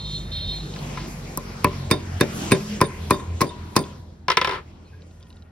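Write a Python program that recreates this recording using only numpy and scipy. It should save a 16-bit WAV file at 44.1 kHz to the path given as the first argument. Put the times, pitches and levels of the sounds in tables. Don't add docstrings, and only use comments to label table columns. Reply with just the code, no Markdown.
import sys
import numpy as np
from scipy import signal
from scipy.fft import rfft, irfft, next_fast_len
from scipy.io import wavfile

SR = 44100
rng = np.random.default_rng(int(sys.argv[2]) if len(sys.argv) > 2 else 0)


def digitize_waveform(pressure):
    field = np.atleast_2d(pressure).T
    bounded = np.clip(field, -1, 1)
    quanta = np.round(bounded * 32767).astype(np.int16)
    wavfile.write(sys.argv[1], SR, quanta)


N = 242982
TIME = np.arange(N) / SR
LEFT_RIGHT = np.array([[1], [-1]])
TINY = 1e-18


def from_db(db):
    return 10 ** (np.asarray(db) / 20)


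def in_time(rows):
    s, *columns = np.transpose(rows)
    return [np.interp(TIME, s, column) for column in columns]


def at_hz(points, hz):
    table_hz, values = np.array(points)[:, 0], np.array(points)[:, 1]
    return np.interp(np.log(hz), np.log(table_hz), values)


def drift(rate):
    step = 40
    pole = np.exp(-2 * np.pi * rate * step / SR)
    noise = rng.standard_normal(N // step + 2002)
    slow = signal.lfilter([1], [1, -2 * pole, pole * pole], noise)[2000:]
    return np.interp(np.arange(N) / step, np.arange(len(slow)), slow / slow.std())


def bump(centre_s, half_width_s):
    return np.exp(-((TIME - centre_s) / half_width_s) ** 2)


def clicks(s, db):
    out = np.full(N, TINY)
    np.add.at(out, np.round(np.asarray(s) * SR).astype(int), from_db(db))
    return out


def fall_per_sample(t60):
    return from_db(-60 / (t60 * SR))


def decay(x, fall):
    return signal.lfilter([1], [1, -fall], x)


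def ring(x, hz, t60):
    r, w = fall_per_sample(t60), 2 * np.pi * hz / SR
    return signal.lfilter([0, np.sin(w)], [1, -2 * r * np.cos(w), r * r], x)


def band(x, low_hz, high_hz, order=2):
    return signal.sosfilt(signal.butter(order, [low_hz, high_hz], "band", fs=SR, output="sos"), x)


def highpass(x, hz, order):
    return signal.sosfilt(signal.butter(order, hz, "high", fs=SR, output="sos"), x)


def grains(rate):
    hits = rng.random(N) < rate / SR
    sizes = from_db(4 * np.minimum(rng.exponential(1, N), 4))
    x = hits * sizes * rng.choice([-1, 1], N)
    return x / x.std()


def noise_bands(gain_at, alike_at, first=0):
    out, edges = 0, 30 * 2 ** np.arange(0, 9.3, .4)[first:]
    white = rng.standard_normal((2, 2, N))
    for k, (low, high) in enumerate(zip(edges, edges[1:])):
        hz = np.sqrt(low * high)
        mid, side = band(white[k % 2] * gain_at(hz), low, high)
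        alike = np.clip(alike_at(hz), -1, 1)
        out = out + np.sqrt(1 + alike) * mid + np.sqrt(1 - alike) * side * LEFT_RIGHT
    return out


def lean(pair, table):
    size = next_fast_len(N)
    db = at_hz(table, np.arange(1, size // 2 + 2) * SR / size) / 2
    return irfft(rfft(pair, size) * from_db([db, -db]), size)[:, :N]


def colour(peak_db, thud_db, crack_db):
    def db_at(hz):
        thud = thud_db * at_hz([(500, 0.94), (900, 0.45)], hz)
        crack = crack_db * at_hz([(1300, 0.084), (3000, 0.26)], hz)
        return peak_db + thud + crack
    return db_at


def struck(s, db_at, modes, travel, spread_db, pan_db, flutter_db, detune):
    out, chance = np.zeros((2, N + SR)), rng.standard_normal((len(s), 2, len(modes)))
    for k, (hz, level_db, t60) in enumerate(modes):
        tone, size = np.zeros(N + SR), int(min(t60, .6) * SR) + 64
        starts = np.round((s + travel / np.sqrt(hz)) * SR).astype(int)
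        gains = from_db(db_at(hz) + level_db + spread_db * chance[:, 0, k])
        shifts = 1 + detune * np.clip(60 / (hz * t60), 0, 1) * chance[:, 1, k]
        for i, gain, shift in zip(starts, gains, shifts):
            tone[i:i + size] += gain * ring(np.eye(1, size)[0], hz * shift, t60)
        flutter = from_db(flutter_db * drift(43))
        pan = from_db(pan_db * (-1) ** k * LEFT_RIGHT)
        out[:, :N] += tone[:N] * flutter * pan
    return out[:, :N]


def clatter(s, db_at, spectrum, t60s, level_db, linger_db, travel, alike):
    linger = 4.5

    def gain_at(hz):
        fall = fall_per_sample(at_hz(t60s, hz))
        touches = clicks(s + travel / np.sqrt(hz), db_at(hz) + at_hz(spectrum, hz) + level_db)
        slow = from_db(linger_db) * decay(touches, fall ** (1 / linger))
        return decay(touches, fall) + slow
    return noise_bands(gain_at, lambda hz: at_hz([(250, 0.89), (600, alike)], hz), first=4)


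# t/s, peak level/dB, crack level/dB, clank level/dB, first touch level/dB,
# bounce delay/s, clatter level/dB, jangle level/dB, knock level/dB, thud level/dB, ring length [share],
# then level/dB of the key's four lowest modes
BLOWS = [(1.3741, -15, -24, 1.5, -38, 0.023, -4.5, -51.5, -7, -3, .8, -60, -65.5, -57.5, -69.5),
         (1.644, -5, 16, -0.5, -22, 0.024, -11, -61, 1.3, 0.3, 0.27, -40.5, -53, -59, -68),
         (1.911, -5, 21.5, -4, -16, 0.026, -1.5, -46.5, -1, 0.9, 1.05, -19.5, -25, -26.5, -35),
         (2.209, -3, 14, -9.5, -16.5, 0.022, -2, -47, 1.5, 0, 0.55, -19.5, -57, -60.5, -65),
         (2.518, 0, -2.5, -7, -9, 0.029, -2.5, -46.5, 2, -0.3, 1.12, -25.5, -34.5, -18.5, -52.5),
         (2.813, -2, -5.5, -0.6, -11.5, 0.027, -4, -39, 1.5, -0.4, 1.1, -34, -33.5, -42, -37),
         (3.107, -4.5, -3, 2.4, -13.5, 0.034, -0.5, -35, 0, 0.1, 0.59, -32.5, -44, -52, -44.5),
         (3.414, -6.5, 7.5, 1.6, -1.5, 0.027, 1, -38.5, -2, -1.2, 0.81, -39, -44.5, -57.5, -49),
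         (3.763, -5, 20.5, -1.2, -17.5, 0.025, 2.5, -33, -3.6, -0.5, 0.75, -31.5, -28.5, -24, -49)]
# f/Hz, relative level/dB, t60/s
TABLE_MODES = [(141, -22, 0.26), (178.2, -15.5, 0.15), (206.3, -17, 0.069), (244.8, -25, 0.099),
               (340.8, -8.5, 0.045), (289, -20.5, .08), (380.7, -18.5, 0.23), (440.2, -19.5, 0.17),
               (579.4, -21, 0.16), (1025, -16, 0.12), (971, -38, 0.76), (1030, -33.5, 0.53),
               (1064, -38, 0.57), (1034, -7, 0.043), (1093, -9.5, 0.046), (1200, -23.5, 0.063),
               (1393, -26.5, 0.1), (1650, -20, 0.037), (1800, -22.5, 0.067), (2066, -14.5, 0.02),
               (2245, -19.5, 0.035), (2395, -14.5, 0.022), (2528, -23.5, 0.049), (2940, -28.5, 0.019),
               (4170, -21.5, 0.027), (4554, -24.5, 0.016), (5220, -17, 0.0082)]
# f/Hz, relative level/dB
BLOW_NOISE = [(110, -17.5), (300, -11), (700, -20.5), (1050, -29.5), (1500, -24), (2300, -19.5),
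              (3300, -42), (4900, -18.5), (7000, -28.5), (10500, -32), (14500, -36), (17000, -51.5)]
# f/Hz, t60/s
BLOW_T60 = [(150, 0.12), (500, 0.17), (1500, 0.1), (4000, 0.033), (10000, 0.035)]
# f/Hz, weight [share]
CLANK_RANGE = [(750, 0), (950, 1), (1150, 1), (1400, 0)]
KNOCK_RANGE = [(1400, 0), (1600, 1), (2600, 1), (3000, 0)]
# f/Hz, relative level/dB, t60/s, delay/s
BOARD_PUSH = (239, 1.6, 0.017, 0.00316)
# f/Hz, left minus right level/dB
BLOW_LEAN = [(300, -1.5), (950, 5), (1600, 1), (2500, 3), (3500, -14), (5500, -5), (6500, 0)]


def blows():
    columns = np.transpose(BLOWS)[:10]
    s, peak_db, crack_db, clank_db, first_db, gap, clatter_db, jangle_db, knock_db, thud_db = columns
    bounce_db, first_clank_db = -19, -8.5
    touch = np.r_[s - .0085, s, s + gap]
    plain_at = colour(np.r_[peak_db + first_db, peak_db, peak_db + bounce_db], np.tile(thud_db, 3),
                      np.r_[crack_db - 3, crack_db, crack_db - 10])

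    def db_at(hz):
        clank = at_hz(CLANK_RANGE, hz) * np.r_[clank_db + first_clank_db, clank_db, clank_db]
        knock = at_hz(KNOCK_RANGE, hz) * np.tile(knock_db, 3)
        return plain_at(hz) + clank + knock

    table = struck(touch, db_at, TABLE_MODES, travel=0.06164, spread_db=2.5, pan_db=1.66,
                   flutter_db=2.5, detune=.022)
    noise = clatter(touch, lambda hz: db_at(hz) + np.tile(clatter_db, 3), BLOW_NOISE, BLOW_T60,
                    level_db=8.5, linger_db=-24, travel=0.13, alike=.4)
    push_hz, push_db, push_t60, push_delay = BOARD_PUSH
    push = ring(clicks(s + push_delay, peak_db + thud_db + push_db), push_hz, push_t60)
    body = highpass(table + noise + push, 105, order=3)
    direct = key_ring() + jangle(s, jangle_db) + snap(s, -9.5) + body
    return lean(direct + wall_echo(direct), BLOW_LEAN)


# f/Hz, t60/s before the hand's damping
KEY_MODES = [(3660, .1), (4795, .14), (8785, .06), (9075, .12), (10250, .05)]
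KEY_BOUNCE_DB = (-27, -6)
# t/s, level/dB of its four lowest modes
RATTLES = [(1.96, -45, -51, -43, -52), (2.06, -55, -62, -67, -66), (2.853, -34.5, -58.5, -60, -31.5),
           (3.13, -29.5, -33.5, -53, -41), (3.196, -43, -59.5, -72, -48), (3.466, -44, -44, -56, -42),
           (3.49, -35.5, -52, -58, -45), (3.805, -49, -53, -60, -37.5)]


def key_ring():
    pin_loose_s, rise_s = 2.7, .012
    choke_db, choke_s = -7, 0.016
    top_db = -8
    tail_db, tail_longer = -25, 3.5
    never = 1
    size = SR // 3
    out, t = np.zeros((len(KEY_MODES), N + size)), np.arange(size) / SR
    touches = []
    for row in BLOWS:
        s, gap, share, modes_db = row[0], row[5], row[10], np.array(row[11:])
        touches.append((s, share, gap, modes_db))
        touches.append((s + gap, share, never, modes_db + KEY_BOUNCE_DB[s > pin_loose_s]))
    touches += [(s, .6, never, np.array(db)) for s, *db in RATTLES]
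    for s, share, free, db in touches:
        i, db = round(s * SR), np.r_[db, db[2] + top_db]
        choke = from_db(choke_db * np.clip((t - free) / choke_s, 0, 1))
        for k, (hz, t60) in enumerate(KEY_MODES):
            held = t60 * np.clip(share, .2, 2)
            soft = ring(np.eye(1, size)[0] + TINY, hz, rise_s) * 2 * (1 - fall_per_sample(rise_s))
            tail = from_db(tail_db) * ring(soft, hz, tail_longer * held)
            out[k, i:i + size] += from_db(db[k]) * (choke * ring(soft, hz, held) + tail)
    return sum(mode[:N] * (1 + .35 * drift(130)) * from_db(2 * drift(25)) for mode in out)


def jangle(s, db):
    fall = decay(clicks(s, db), fall_per_sample(0.2))
    return band(fall * grains(830), 3000, 14000)


def snap(s, db):
    burst = decay(clicks(s, db), fall_per_sample(0.0096)) * rng.standard_normal(N)
    return band(burst, 6800, 15500, order=3)


# delay/s, level/dB, low f/Hz, high f/Hz
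WALL = (.07, -27, 850, 5000)


def wall_echo(x):
    delay, echo_db, low_hz, high_hz = WALL
    scatter = rng.standard_normal(2000) * np.hanning(2000) / np.sqrt(750)
    late = np.r_[np.zeros(round(delay * SR)), scatter]
    back = band(x.mean(axis=0), low_hz, high_hz)
    return from_db(echo_db) * signal.fftconvolve(back, late)[:N]


# t/s, peak level/dB, thud level/dB, crack level/dB, head ring level/dB
LAID = [(0.76, -30, -16, 44, 2), (0.972, -15.5, -16, -6, -7), (4.2815, -7.5, 1, 1, 0),
        (4.301, -7, -5, 17.5, 0.5), (4.316, -15, -8.5, 36, 2.5), (4.37, -6, -0.6, 30, -4),
        (4.413, -10, 2.5, 7.5, 0), (4.445, -7, -7, 20, 0.5), (4.472, -11, 1.5, -5, 1),
        (4.492, -9.5, -2.5, -16, -6), (4.51, -19.5, -3, 0, 5)]
# f/Hz, relative level/dB, t60/s
CORNER_MODES = [(381, -15, 0.08), (503, -20, 0.092), (988, -19.5, 0.056), (1012, -17.5, 0.2),
                (1024, -14.5, 0.093), (1328, -13.5, 0.069), (1420, -34, 0.042), (1710, -18, 0.081),
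                (2050, -23.5, 0.16), (2152, -19.5, 0.054), (2710, -29.5, 0.014), (2864, -36.5, 0.15),
                (3140, -28, 0.029), (3350, -29, .04), (3640, -18.5, 0.052), (4040, -25, 0.015),
                (4730, -26, 0.032), (5020, -18.5, 0.027), (5350, -14.5, 0.014)]
# f/Hz, relative level/dB
LAID_NOISE = [(150, -1), (300, 1.5), (500, 9), (800, -31), (1010, 15.5), (1300, 4), (2130, 3.5),
              (4340, -5.5), (5500, -18), (7300, -41), (10000, -9.5), (13500, -46.5), (16000, -62)]
# f/Hz, t60/s
LAID_T60 = [(400, .045), (1500, .04), (5000, .035), (12000, .03)]
# f/Hz, weight [share]
HEAD_RANGE = [(3300, 0), (3600, 1), (3800, 1), (4000, 0)]
# f/Hz, relative level/dB, t60/s
LAID_THUMP = (165, -19.5, 0.053)


def laid_down():
    s, peak_db, thud_db, crack_db, head_db = np.transpose(LAID)
    start_s, gap_s, ratio, least_gap_s = 4.521, .006, .735, .0045
    n = np.arange(13)
    rock_s = start_s + gap_s * (1 - ratio ** n) / (1 - ratio) + least_gap_s * n
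    s = np.r_[s, rock_s]
    plain_at = colour(np.r_[peak_db, -17 - 2.5 * n], np.r_[thud_db, 0 * n], np.r_[crack_db, -20 + 0 * n])

    def db_at(hz):
        return plain_at(hz) + at_hz(HEAD_RANGE, hz) * np.r_[head_db, 0 * n]

    modes = struck(s, db_at, CORNER_MODES, travel=.05, spread_db=2.0, pan_db=-0.5,
                   flutter_db=2.0, detune=.008)
    noise = clatter(s, db_at, LAID_NOISE, LAID_T60, level_db=-9, linger_db=-10, travel=0.05, alike=0.29)
    contact = highpass(modes + noise, 350, order=4)
    thump_hz, thump_db, thump_t60 = LAID_THUMP
    thump = ring(clicks(s, db_at(thump_hz) + thump_db), thump_hz, thump_t60)
    return (contact + thump) * from_db(1.0 * LEFT_RIGHT)


# t/s, relative level/dB, pitch f/Hz
TICKS = [(0.7386, -26.5, 3930), (0.789, -30, 4260), (3.839, -29, 3440), (5.0208, -40.5, 3846),
         (5.1113, -48.5, 3654), (5.201, -48.5, 9100), (5.207, -48, 3340), (5.2276, -39, 4820),
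         (5.228, -43, 3370), (5.269, -49, 3200), (5.27, -56, 9100), (5.3, -52, 9200), (5.3042, -38.5, 3850),
         (5.3274, -42, 3900), (5.3614, -53, 9200), (5.369, -44, 3740), (5.423, -42, 3960)]
# frequency [share of pitch], relative level/dB, t60/s
TICK_MODES = [(0.994, -6.5, 0.013), (1.17, -19, 0.002), (1.05, -11, 0.0066), (.76, -5, 0.0099)]


def ticks():
    skip_s, skip_db = .003, -4.5
    out, size = np.zeros(N + SR), 2048
    for (s, db, hz), luck in zip(TICKS, rng.random((len(TICKS), 2))):
        touch = np.eye(1, size)[0]
        skips = (skip_s * SR * (np.arange(2) + .3 + luck)).astype(int)
        touch[skips] = from_db(skip_db * np.arange(1, 3))
        tone = sum(from_db(db + mode_db) * ring(touch, share * hz, t60) for share, mode_db, t60 in TICK_MODES)
        i = round(s * SR)
        out[i:i + size] += band(tone, 0.77 * hz, min(1.8 * hz, 16e3))
    return out[:N]


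# centre t/s, half-width/s, low f/Hz, high f/Hz, relative level/dB
RUBS = [(1.007, 0.062, 696, 2570, -31), (4.884, 0.06, 1800, 6480, -62), (5.07, 0.013, 3100, 11100, -66.5),
        (5.158, 0.057, 4300, 12000, -68.5), (5.295, .02, 7500, 12000, -60), (5.33, 0.11, 1200, 4950, -63),
        (5.46, .02, 1960, 3000, -56)]


def rubs():
    grit = grains(4200)
    return sum(from_db(db) * band(bump(s, width) * grit + TINY, low_hz, high_hz)
               for s, width, low_hz, high_hz, db in RUBS)


# centre t/s, half-width/s, f/Hz, relative level/dB
SQUEAKS = [(4.86, 0.014, 4250, -62), (4.878, 0.009, 3950, -69), (4.911, 0.076, 2520, -70),
           (4.937, 0.016, 1650, -58), (4.994, 0.033, 1650, -68), (5.271, 0.12, 1000, -68.5),
           (5.281, 0.24, 1860, -74), (5.285, 0.2, 1420, -70.5)]


def squeaks():
    return sum(from_db(db - 17.0) * ring(bump(s, width) * rng.standard_normal(N) + TINY, hz, 0.055)
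               for s, width, hz, db in SQUEAKS)


# t/s, relative level/dB of the lower strong tone, of the upper one
HORN_BLASTS = [
    [(0.0, -44, -38.5), (0.034, -45, -42), (0.062, -37, -39), (0.094, -36, -38.5), (0.164, -38, -33),
     (.21, -46, -45), (0.25, -52, -48), (0.312, -49, -56)],
    [(0.32, -32, -36.5), (0.382, -33.5, -33.5), (0.432, -40.5, -34.5), (0.468, -31, -42),
     (0.52, -35, -32.5), (0.546, -39, -35), (0.718, -56, -58), (0.76, -57, -66)],
]
# order [multiple of the base pitch], relative level/dB
HORN_ORDERS = [(7, -14), (10, -25), (11, -23), (21, -35)]
# centre t/s, fade time/s, depth [share of pitch]
HORN_SCOOP = (.316, .004, .04)
# centre t/s, half-width/s, f/Hz, relative level/dB
HORN_CHIRPS = [(.178, 0.0058, 3600, -37), (0.607, 0.0064, 3870, -38)]


def horn():
    low_db, high_db = in_time([*HORN_BLASTS[0], *HORN_BLASTS[1], (.9, -100, -100)])
    s, fade, depth = HORN_SCOOP
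    pitch_hz = 461.6 * (1 - depth * np.exp(-np.abs(TIME - s) / fade))
    turn = 2 * np.pi * np.cumsum(pitch_hz) / SR
    level = (low_db + high_db) / 2
    orders = [(8, low_db), (9, high_db)] + [(k, level + db) for k, db in HORN_ORDERS]
    tones = sum(np.sqrt(2) * from_db(db + 2.5 * drift(45)) * np.sin(round(k) * turn + 0.8 * drift(30))
                for k, db in orders)
    chirps = sum(np.sqrt(2) * from_db(db) * bump(s, width) * np.sin(2 * np.pi * hz * TIME)
                 for s, width, hz, db in HORN_CHIRPS)
    buzz = from_db(level + 3.5) * band(rng.standard_normal(N), 3170, 4300)
    return tones + chirps + buzz


# t/s, firing f/Hz
ENGINE_PITCH = [(0, 50.4), (.6, 48.99), (1.3, 45.85), (2.1, 44.38), (2.9, 41.17), (3.5, 41.37),
                (5.5, 41.26)]
ENGINE_ORDERS = [(1, -37, -4, 0.12), (2, -44.5, -0.48, 0.12), (3, -46, -1.5, 0.93), (4, -49, -0.5, 1),
                 (5, -46, -1.07, 0.95)]
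# centre t/s, half-width/s, order, change of level/dB
BOOMS = [(0.197, 0.72, 5, -16.5), (0.253, 0.54, 4, -3.5), (1.81, 0.23, 2, 11), (1.814, 0.049, 3, 11.5),
         (2.133, 0.096, 2, 11.5), (2.694, 0.087, 5, 13.5), (3.058, 0.096, 2, 13.5), (3.32, 0.083, 2, 17),
         (3.32, 0.037, 4, 6), (3.635, 0.047, 2, 12.5)]


def engine():
    (hz,), swell, out = in_time(ENGINE_PITCH), road_swell(), 0
    turn = 2 * np.pi * np.cumsum(hz * (1 + 0.01152 * drift(4.54))) / SR
    for order, db, fade_db, share in ENGINE_ORDERS:
        boom_db = sum(change_db * bump(s, width) for s, width, k, change_db in BOOMS if round(k) == round(order))
        level_db = db + fade_db * TIME + share * swell + boom_db + 3.1 * drift(27)
        out = out + np.sqrt(2) * from_db(level_db) * np.sin(round(order) * (turn + 1))
    return out


# t/s, level/dB
ROAD_LEVEL = [(0, -49), (.5, -47.5), (.9, -43), (1.3, -47), (1.81, -45.5), (2.03, -47.5), (2.2, -44.5),
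              (2.42, -38.5), (2.64, -44.5), (2.75, -43), (2.92, -47), (3.04, -45.5), (3.23, -48),
              (3.55, -49), (3.7, -51), (3.9, -50.5), (4.2, -60.5), (4.7, -56), (4.9, -59), (5.5, -62)]


def road_swell():
    level_db, = in_time(ROAD_LEVEL)
    return level_db - level_db.mean()


# f/Hz, relative level/dB
ROAD_NOISE = [(30, -11), (70, -4.5), (140, -7), (300, -11), (550, -17), (950, -20.5), (1600, -25.5),
              (2500, -26.5), (4500, -30), (6500, -30), (8500, -51), (12000, -40), (13500, -59),
              (17000, -52.5)]
# f/Hz, following [share]
ROAD_FOLLOWS = [(100, 0.47), (400, 0.95), (1500, 1.29), (5000, 1.42), (11000, 1.58)]
# f/Hz, correlation [share]
ROAD_LIKENESS = [(60, 0.97), (200, 1), (500, 0.46), (1000, 0.039), (5000, 0.27), (8000, 1), (15000, 1)]


def road():
    swell = road_swell()

    def gain_at(hz):
        follow_db = at_hz(ROAD_FOLLOWS, hz) * swell
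        return from_db(at_hz(ROAD_NOISE, hz) + follow_db - 20.0 + 2.83 * drift(4.0))
    return noise_bands(gain_at, lambda hz: at_hz(ROAD_LIKENESS, hz))


# centre t/s, half-width/s, f/Hz, relative level/dB
HUMS = [(0.386, 0.13, 83.5, -36.5), (.4, 1, 134.4, -45.5), (.75, 0.78, 156.1, -41)]


def hums():
    out = 0
    for s, width, hz, db in HUMS:
        level = from_db(db + 3.5 + 0.83 * drift(5.9)) * bump(s, width)
        out = out + level * np.sin(2 * np.pi * hz * TIME + 1.0 * drift(7.5))
    return out


# f/Hz, left minus right level/dB
ROAD_LEAN = [(300, -1.5), (900, 3), (2500, 1.5), (6000, 0)]


def scene():
    handling = laid_down() + ticks() + squeaks() + rubs()
    street = engine() + hums() + lean(road(), ROAD_LEAN) + horn() * from_db(-.9 * LEFT_RIGHT)
    return blows() + handling + street


# f/Hz, lag [radians]
PORT_PHASE = [(0, 0), (5500, 1.4), (6500, 2.5), (17500, 13.4)]


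def record(dry):
    size = next_fast_len(N)
    lag = np.interp(np.arange(size // 2 + 1) * SR / size, *np.transpose(PORT_PHASE))
    right = irfft(rfft(dry[1], size) * np.exp(-1j * lag), size)[:N]
    ports = highpass(np.array([dry[0], right]), 40, order=3)
    rounded = ports / (1 + (ports / .95) ** 4) ** .25
    return signal.sosfilt(signal.cheby2(12, 70, 17100, fs=SR, output="sos"), rounded)


dry = scene()
out = record(dry)
digitize_waveform(out)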